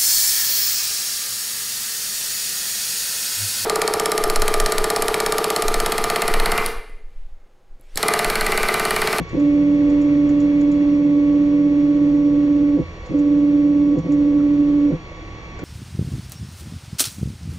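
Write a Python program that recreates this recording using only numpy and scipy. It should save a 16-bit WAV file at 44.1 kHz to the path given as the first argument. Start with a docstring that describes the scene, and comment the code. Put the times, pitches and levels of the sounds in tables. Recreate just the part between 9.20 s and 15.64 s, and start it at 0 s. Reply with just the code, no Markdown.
"""A stepper motor jogs the carriage of a small router, close to a pair of microphone ports: each move ramps up,
holds a fixed step rate and ramps down, its overtones sweeping through the resonances of the frame.
The rolling carriage keeps loose parts ringing. A small cooling fan whines with blade-pass overtones amid steady
electrical hums, over shaped noise for workshop hiss and low rumble. Filtered noise puffs make small knocks
about the bench and the jog keys, which click before the later moves and during the long one."""
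import sys
import numpy as np
from scipy import signal
from scipy.fft import rfft, irfft
from scipy.io import wavfile

SR = 44100
rng = np.random.default_rng(int(sys.argv[2]) if len(sys.argv) > 2 else 0)


def voltage_ratio(level):
    """Linear amplitude factor for a level in decibels (scalar or array-like)."""
    return 10 ** (np.asarray(level, float) / 20)


def store_wav(level_fs):
    """Save 16-bit WAV to argv[1]."""
    pcm = np.round(np.clip(np.atleast_2d(level_fs), -1, 1) * 32767)
    wavfile.write(sys.argv[1], SR, pcm.T.astype(np.int16))


N = 284004

# jog moves: start_s, standstill_s, flutter_hz (flutter of the carriage, wandering about this rate)
MOVES = [(-1.0, .03, 16.0), (.111, 3.631, 16.4), (3.879, 4.811, 17.2), (4.824, 5.762, 13.1),
         (6.406, 7.5, 16.0)]
# torque ripple heard at full speed: step_rate_multiple, level_db (rms), left_minus_right_db,
# left_lead_rad, extra_on_ramps_db
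RIPPLE = [(.5, -37, -1.8, -.11, -6), (1, -14.9, -2.9, -.15, -5), (1.5, -53, -2, -.1, 6),
          (2, -32.6, 2.3, .45, 6), (3, -57, -2.9, -.14, 15), (4, -66, -2, -.2, 11), (5, -61, 1.3, -1.45, 0)]
# uneven drive wheel acting on the step tone: rate_hz (at full speed), level_swing_share, phase_swing_rad
WOBBLE = [(4.2, .04, .03), (8.2, .05, .05)]
# frame resonances under the motor: centre_hz, width_hz, gain_db
FRAME = [(80, 30, -24), (168, 19, -1.5), (296, 34, 0), (330, 30, -11), (385, 30, -15), (505, 24, 1),
         (720, 150, -26)]
# lightly damped parts shaken by the carriage: centre_hz, width_hz, level_db (rms while rolling, before panning)
RATTLE = [(146, 8, -47), (165, 20, -46), (186, 2.5, -40), (178, 20, -44.5), (215, 12, -47),
          (268, 18, -37.5), (290, 30, -45), (314, 10, -43), (337, 14, -46), (374, 18, -46), (393, 5, -52),
          (418, 20, -56), (493, 3, -41), (508, 4, -46), (490, 40, -47), (530, 20, -54)]
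# fan tones: shaft_speed_multiple, level_db (rms a side), left_minus_right_db, left_lead_rad
FAN_TONES = [(1, -51, -2, -.1), (2, -52, -2, -.1), (7, -48.8, -3.8, -.15), (12, -60, -.8, -1.74),
             (13, -62, -.3, -1.7), (14, -48, -1.3, -2.57), (15, -66, -8, -2.2), (16, -69, -1.4, .8),
             (17, -66, .2, .35), (20, -71, 0, .5), (21, -61.5, 2.4, 1.2), (22, -71, 6, -.55),
             (27, -74, 0, -1.5), (28, -69.5, -5, -.35), (29, -76, 0, -1.5), (35, -64.5, 0, -.13),
             (42, -76, -2, -.03)]
# the passing head screens fan and hiss from the microphone: time_s, change_db
SCREEN = [(0, 0), (1.3, -.2), (3.0, -1.6), (5.6, -1.6), (6.44, -.3)]
# multiple of that change which the fan tones undergo: pitch_hz, factor
SCREENED = [(1100, 0), (2250, 3.0), (3400, 2.5), (4500, .6), (5600, .3)]
# steady electrical hums: pitch_hz, level_db (rms), left_minus_right_db, left_lead_rad
HUMS = [(59.5, -53, -1, -.05), (107, -49, -1.5, -.05), (120, -55, -1.5, -.05), (716, -61, .9, .14),
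        (980, -59, 1.7, 1.28), (8000, -80, -1.8, -.01), (9550, -71, 0, -.01), (13500, -76, 0, -.01)]
# spectrum shape of workshop hiss and rumble: frequency_hz, relative_density_db (per Hz)
AIR = [(13, -23), (22, 1), (35, 2.5), (60, 1.5), (85, 0), (125, -8), (190, -7), (235, -15), (320, -10),
       (500, -12), (650, -18), (850, -18.5), (1050, -19.5), (1480, -26), (2100, -26), (3200, -30),
       (4200, -34.5), (5200, -41.5), (6400, -38), (7400, -45), (8300, -50), (9300, -42), (10500, -39),
       (12500, -51), (13600, -46), (16000, -62)]
# fan housing resonances lifting the hiss: centre_hz, width_hz, lift_db
HOUSING = [(1840, 250, 4), (2720, 120, 5), (3400, 200, 3), (4400, 250, 3), (5800, 500, 6), (6900, 500, 3)]
# hiss at the two microphone ports: frequency_hz, left_lead_rad
LEAD = [(0, 0), (950, 0.3), (1460, -1.0), (1810, -0.3), (2150, -3.0), (2670, -0.1), (3100, -1.5),
        (3360, 0.8), (3620, -1.1), (4220, -2.3), (4820, -1.6), (5170, -1.6), (5770, 0.1), (7670, -0.0)]
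# likeness of the hiss at the two ports: frequency_hz, left_right_likeness (0 to 1)
ALIKE = [(30, .96), (500, .92), (1000, .45), (2000, .8), (4000, .68), (8000, .8), (12000, .95)]
# balance of the hiss: frequency_hz, left_minus_right_db
TILT = [(60, -1.0), (100, -1.0), (180, -1.5), (300, -1.5), (510, -1.5), (880, -1.0), (1500, 1.0),
        (2570, 0.0), (4400, 2.5), (7520, -0.5)]
# small knocks about the bench: start_s, level_db (peak before panning), pitch_hz
KNOCKS = [(.05, -36, 450), (.885, -37, 2150), (.895, -38, 1000), (2.33, -38, 1100), (3.65, -29, 80),
          (3.765, -35, 500), (3.79, -35, 70), (3.825, -37, 520), (3.86, -35, 480), (5.2, -40, 1300),
          (5.915, -31, 510), (5.975, -35, 490), (6.015, -34, 330), (6.12, -37, 320), (6.18, -38, 500),
          (6.385, -35, 480)]
# jog key presses: start_s, held_s, level_db, thud_db (both of the noise puff that drives cap and case)
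KEYS = [(.0881, .1068, -48, -50), (.6967, .1158, -46, -43), (1.0888, .1088, -44, -38),
        (1.4071, .1048, -46, -46), (3.8555, .1272, -46, -44), (4.782, .1341, -47, -46),
        (6.3858, .12, -45, -40)]
# key cap resonances: centre_hz, width_hz, relative_gain_db
CLICK = [(4200, 2500, -7), (5900, 1200, -2), (7800, 900, -11), (11000, 700, -2), (14000, 3000, -16)]
# keyboard case resonances: centre_hz, width_hz, relative_gain_db
THUD = [(500, 150, 0), (800, 200, 0), (1450, 150, -3), (2200, 300, -6)]

RAMP_S = .066   # standstill to full speed
SIDE = np.array([[.5], [-.5]])   # left, right halves of a difference between the ports


def clock():
    """Time of every sample in seconds."""
    return np.arange(N) / SR


def rms_one(x):
    """Scale to an rms of 1."""
    return x / np.sqrt(np.mean(x ** 2) + 1e-20)


def at_hz(points, hz):
    """Straight lines on a log-frequency axis."""
    table = np.array(points)
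    return np.interp(np.log(hz), np.log(np.maximum(table[:, 0], 1)), table[:, 1])


def drift(rate_hz):
    """Slow chance with spread 1: twice-smoothed noise, drawn at every 40th sample."""
    r = np.exp(-80 * np.pi * rate_hz / SR)
    rough = rng.standard_normal(N // 40 + 2002)
    slow = signal.lfilter([1], [1, -2 * r, r * r], rough)[2000:]   # drop the filter's settling
    return np.interp(np.arange(N) / 40, np.arange(len(slow)), rms_one(slow))


def any_phase():
    """A random starting phase in radians."""
    return 6 * rng.random()


def resonance(hz, width_hz):
    """Two-pole band-pass with gain 1 on top."""
    r = np.exp(-np.pi * width_hz / SR)
    return (1 - r * r) / 2 * np.array([1, 0, -1]), [1, -2 * r * np.cos(2 * np.pi * hz / SR), r * r]


def ring(x, hz, width_hz):
    """Sound passed through one resonance."""
    return signal.lfilter(*resonance(hz, width_hz), x)


def body(x, modes, flip=-1):
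    """Resonances in parallel; equal signs leave a notch between neighbours, alternating signs do not."""
    return sum(flip ** k * voltage_ratio(db) * ring(x, hz, width_hz) for k, (hz, width_hz, db) in enumerate(modes))


def pan(left_minus_right_db):
    """Gains of the two sides for a level difference."""
    return voltage_ratio(left_minus_right_db * SIDE)


def tone(phase, db, pan_db, lead):
    """A sine as the two microphone ports hear it."""
    return np.sqrt(2) * voltage_ratio(db) * pan(pan_db) * np.sin(phase + lead * SIDE)


def screen_db():
    """Level change of fan and hiss as the head passes the microphone."""
    return np.interp(clock(), *np.transpose(SCREEN))


def speed():
    """Share of full speed: constant acceleration up, hold, constant braking."""
    t = clock()
    return sum(np.clip(np.minimum(t - start, stop - t) / RAMP_S, 0, 1) for start, stop, _ in MOVES)


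def flutter():
    """Phase of the carriage's flutter, at a rate of its own in each move."""
    starts, _, rates = np.transpose(MOVES)
    hz = rates[np.searchsorted(starts, clock()) - 1] + .7 * drift(.8)
    return 2 * np.pi * np.cumsum(hz) / SR + any_phase()


def overshoot():
    """The rotor swings about its speed as each ramp up ends: a level swing, dying away."""
    swing_db, decay_s, swing_hz = 4.5, .035, 21
    total_db = 0
    for start, _, _ in MOVES:
        age = clock() - start - RAMP_S
        decay = (age > 0) * np.exp(-np.maximum(age, 0) / decay_s)
        total_db = total_db + swing_db * decay * np.cos(2 * np.pi * swing_hz * age)
    return voltage_ratio(total_db)


def shudder(ramping):
    """Low-passed noise that shakes the carriage on the ramps."""
    lowpass = signal.butter(4, 750, fs=SR, output="sos")
    rough = signal.sosfilt(lowpass, rng.standard_normal(N))
    return voltage_ratio(-15) * ramping * rough * pan(-2.6)


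def frame_gain(hz):
    """What the frame lets through at one frequency."""
    return abs(sum(voltage_ratio(db) * signal.freqz(*resonance(centre, width_hz), [hz], fs=SR)[1][0]
                   for centre, width_hz, db in FRAME))


def stepper(share):
    """Torque ripple at multiples of the step rate shakes the frame; the steps are sharper on the ramps."""
    step_hz = 290.13   # at full speed
    flutter_level_share, flutter_rad = .11, .21
    turns = 2 * np.pi * np.cumsum(share) / SR   # phase of 1 Hz at full speed
    swell = 1 + sum(depth * (1 + .3 * drift(1.5)) * np.sin(hz * turns + any_phase()) for hz, depth, _ in WOBBLE)
    sway = sum(rad * np.sin(hz * turns + any_phase()) for hz, _, rad in WOBBLE)
    beat, depth = flutter(), voltage_ratio(1.5 * drift(1.2))
    # flutter swings level and phase a quarter turn apart
    swell = (swell + flutter_level_share * depth * np.cos(beat)) * overshoot()
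    sway = sway + flutter_rad * depth * np.sin(beat)
    ramping = np.clip(2.4 * (1 - share), 0, 1)
    braking = np.gradient(share) < 0
    push = np.clip(5 * share, 0, 1) * voltage_ratio(5 * ramping * braking + .3 * drift(1.0))   # braking is louder
    force = shudder(ramping)
    for k, db, pan_db, lead, ramp_db in RIPPLE:
        level_db = db + ramp_db * ramping
        phase = k * step_hz * turns
        if k == 2:
            level_db = level_db - .9 * clock()   # fades steadily with time, .9 dB per second
        if k == 1:
            phase = phase + sway
        ripple = tone(phase, level_db, pan_db, lead)
        if k == 1:
            ripple = ripple * swell
        force = force + ripple / frame_gain(k * step_hz)   # so the table holds at full speed
    return body(force * push, FRAME, flip=1)


def rolling(share):
    """Wheel roughness keeps the loose parts ringing; they settle soon after the carriage stops."""
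    settle_s = .03
    out = 0
    for hz, width_hz, db in RATTLE:
        rough = ring(rng.standard_normal(N), hz, 1.6 * width_hz)
        out = out + voltage_ratio(db) * rms_one(ring(rough, hz, width_hz))
    keep = np.exp(-1 / (settle_s * SR))
    out = out * signal.lfilter([1 - keep], [1, -keep], share)
    return pan(-2.6) * [out, np.roll(out, -3)]   # the right port hears it 3 samples early


def fan():
    """Blade-pass tone with overtones and weaker shaft orders, flickering in the turbulent inflow."""
    blades, blade_pass_hz, creep_hz_per_s2 = 7, 1122.8, .09
    hz = blade_pass_hz + creep_hz_per_s2 * clock() ** 2 + .15 * drift(2.5)   # creeps up ever faster
    shaft = 2 * np.pi * np.cumsum(hz) / SR / blades
    screen = screen_db()
    screen = screen - screen.mean()
    out = 0
    for k, db, pan_db, lead in FAN_TONES:
        change_db = 1.1 * drift(8.0) + at_hz(SCREENED, k * blade_pass_hz / blades) * screen
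        out = out + tone(k * shaft + any_phase(), db, pan_db, lead) * voltage_ratio(change_db)
    return out


def hums():
    """Fixed-pitch hums of the power electronics, drifting in level."""
    return sum(tone(2 * np.pi * hz * clock() + any_phase(), db, pan_db, lead) * voltage_ratio(.8 * drift(2.0))
               for hz, db, pan_db, lead in HUMS)


def air():
    """Hiss and rumble: a part common to both ports, arriving with a phase lead, and a diffuse part."""
    level_db = -35.2   # rms over both ports, before screening and drift
    hz = np.maximum(np.fft.rfftfreq(N, 1 / SR), 5)
    housing_db = sum(lift / (1 + (2 * (hz - centre) / width_hz) ** 2) for centre, width_hz, lift in HOUSING)
    db = at_hz(AIR, hz) + housing_db
    alike = np.clip(at_hz(ALIKE, hz), 0, 1)
    lead = np.interp(hz, *np.transpose(LEAD))
    common, left, right = rfft(rng.standard_normal((3, N)))
    direct = np.sqrt(alike) * common * np.exp(1j * lead * SIDE)
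    diffuse = np.sqrt(1 - alike) * np.array([left, right])
    sum_gain = np.sqrt((1 + alike * np.cos(lead)) / 2)   # the spectrum is that of left plus right
    noise = irfft((direct + diffuse) * voltage_ratio(db + at_hz(TILT, hz) * SIDE) / sum_gain, N)
    return voltage_ratio(level_db + screen_db() + .5 * drift(3.0)) * rms_one(noise)


def knocks():
    """Short dull puffs, each coloured by one broad resonance; fainter rustles come at random."""
    rustles_per_s, rustle_db, low_hz, high_hz = 3.0, -46, 900, 2800
    decay_s = .015
    when, size, pitch = rng.random((int(rustles_per_s * N / SR), 3)).T
    rustles = zip(when * N / SR, rustle_db + 6 * (size - .5), low_hz * (high_hz / low_hz) ** pitch)
    out = 0
    for start, db, hz in list(KNOCKS) + list(rustles):
        age = clock() - start
        puff = rng.standard_normal(N) * (age >= 0) * np.exp(-np.maximum(age, 0) / decay_s) + 1e-18
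        knock = ring(ring(puff, hz, .6 * hz), hz, .14 * hz)
        out = out + voltage_ratio(db) * knock / np.abs(knock).max()
    return out * pan(-1.4)


def keys():
    """A key going down or up gives a short rattle of noise in cap and case, then a weaker copy off the bench."""
    attack_s, snap_s, thud_s, echo_s, echo_db = .004, .017, .015, .021, -13
    click, cap_ring, thud = np.zeros((3, 2, N))
    for down, held, db, thud_db in KEYS:
        press = (down, db, .35, thud_db)
        release = (down + held, db - .5, .55, -50)   # the release has a case level of its own
        for start, level_db, ring_share, case_db in [press, release]:
            age = np.maximum(clock() - start, 0)
            mid, side = rng.standard_normal((2, N))
            noise = mid + .3 * side * [[1], [-1]]
            puff = noise * np.minimum(age / attack_s, 1) * voltage_ratio(2.5 * drift(150.0))
            snap = puff * np.exp(-(age / snap_s) ** 3)
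            click += voltage_ratio(level_db) * snap
            cap_ring += voltage_ratio(level_db + 1.5 * rng.normal()) * ring_share * snap
            thud += voltage_ratio(case_db) * puff * np.exp(-age / thud_s)
    hit = 2.2 * body(click + 1e-18, CLICK)
    hit = hit + 7 * ring(cap_ring + 1e-18, 7000, 350)
    hit = hit + 7 * body(thud + 1e-18, THUD)
    hit = hit + voltage_ratio(echo_db) * np.roll(hit, int(echo_s * SR), axis=1) * (clock() > echo_s)
    return hit * pan(-.8)


def scene():
    """Motor, carriage, fan, hums, workshop air, knocks and keys."""
    share = speed()
    return stepper(share) + rolling(share) + fan() + hums() + air() + knocks() + keys()


def low_pass(x):
    """Removes everything above the highest recorded frequency."""
    return signal.sosfilt(signal.butter(12, 15300, fs=SR, output="sos"), x)


def record(dry):
    """The microphone loses most of its treble above a steep edge; a weak part leaks through."""
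    edge_hz, leak_db = 8300, -24
    lowpass = signal.cheby2(8, 50, 1.15 * edge_hz, fs=SR, output="sos")
    highpass = signal.butter(4, edge_hz, "high", fs=SR, output="sos")
    heard = signal.sosfilt(lowpass, dry) + voltage_ratio(leak_db) * signal.sosfilt(highpass, dry)
    return low_pass(heard)


dry = scene()
out = record(dry)
store_wav(out)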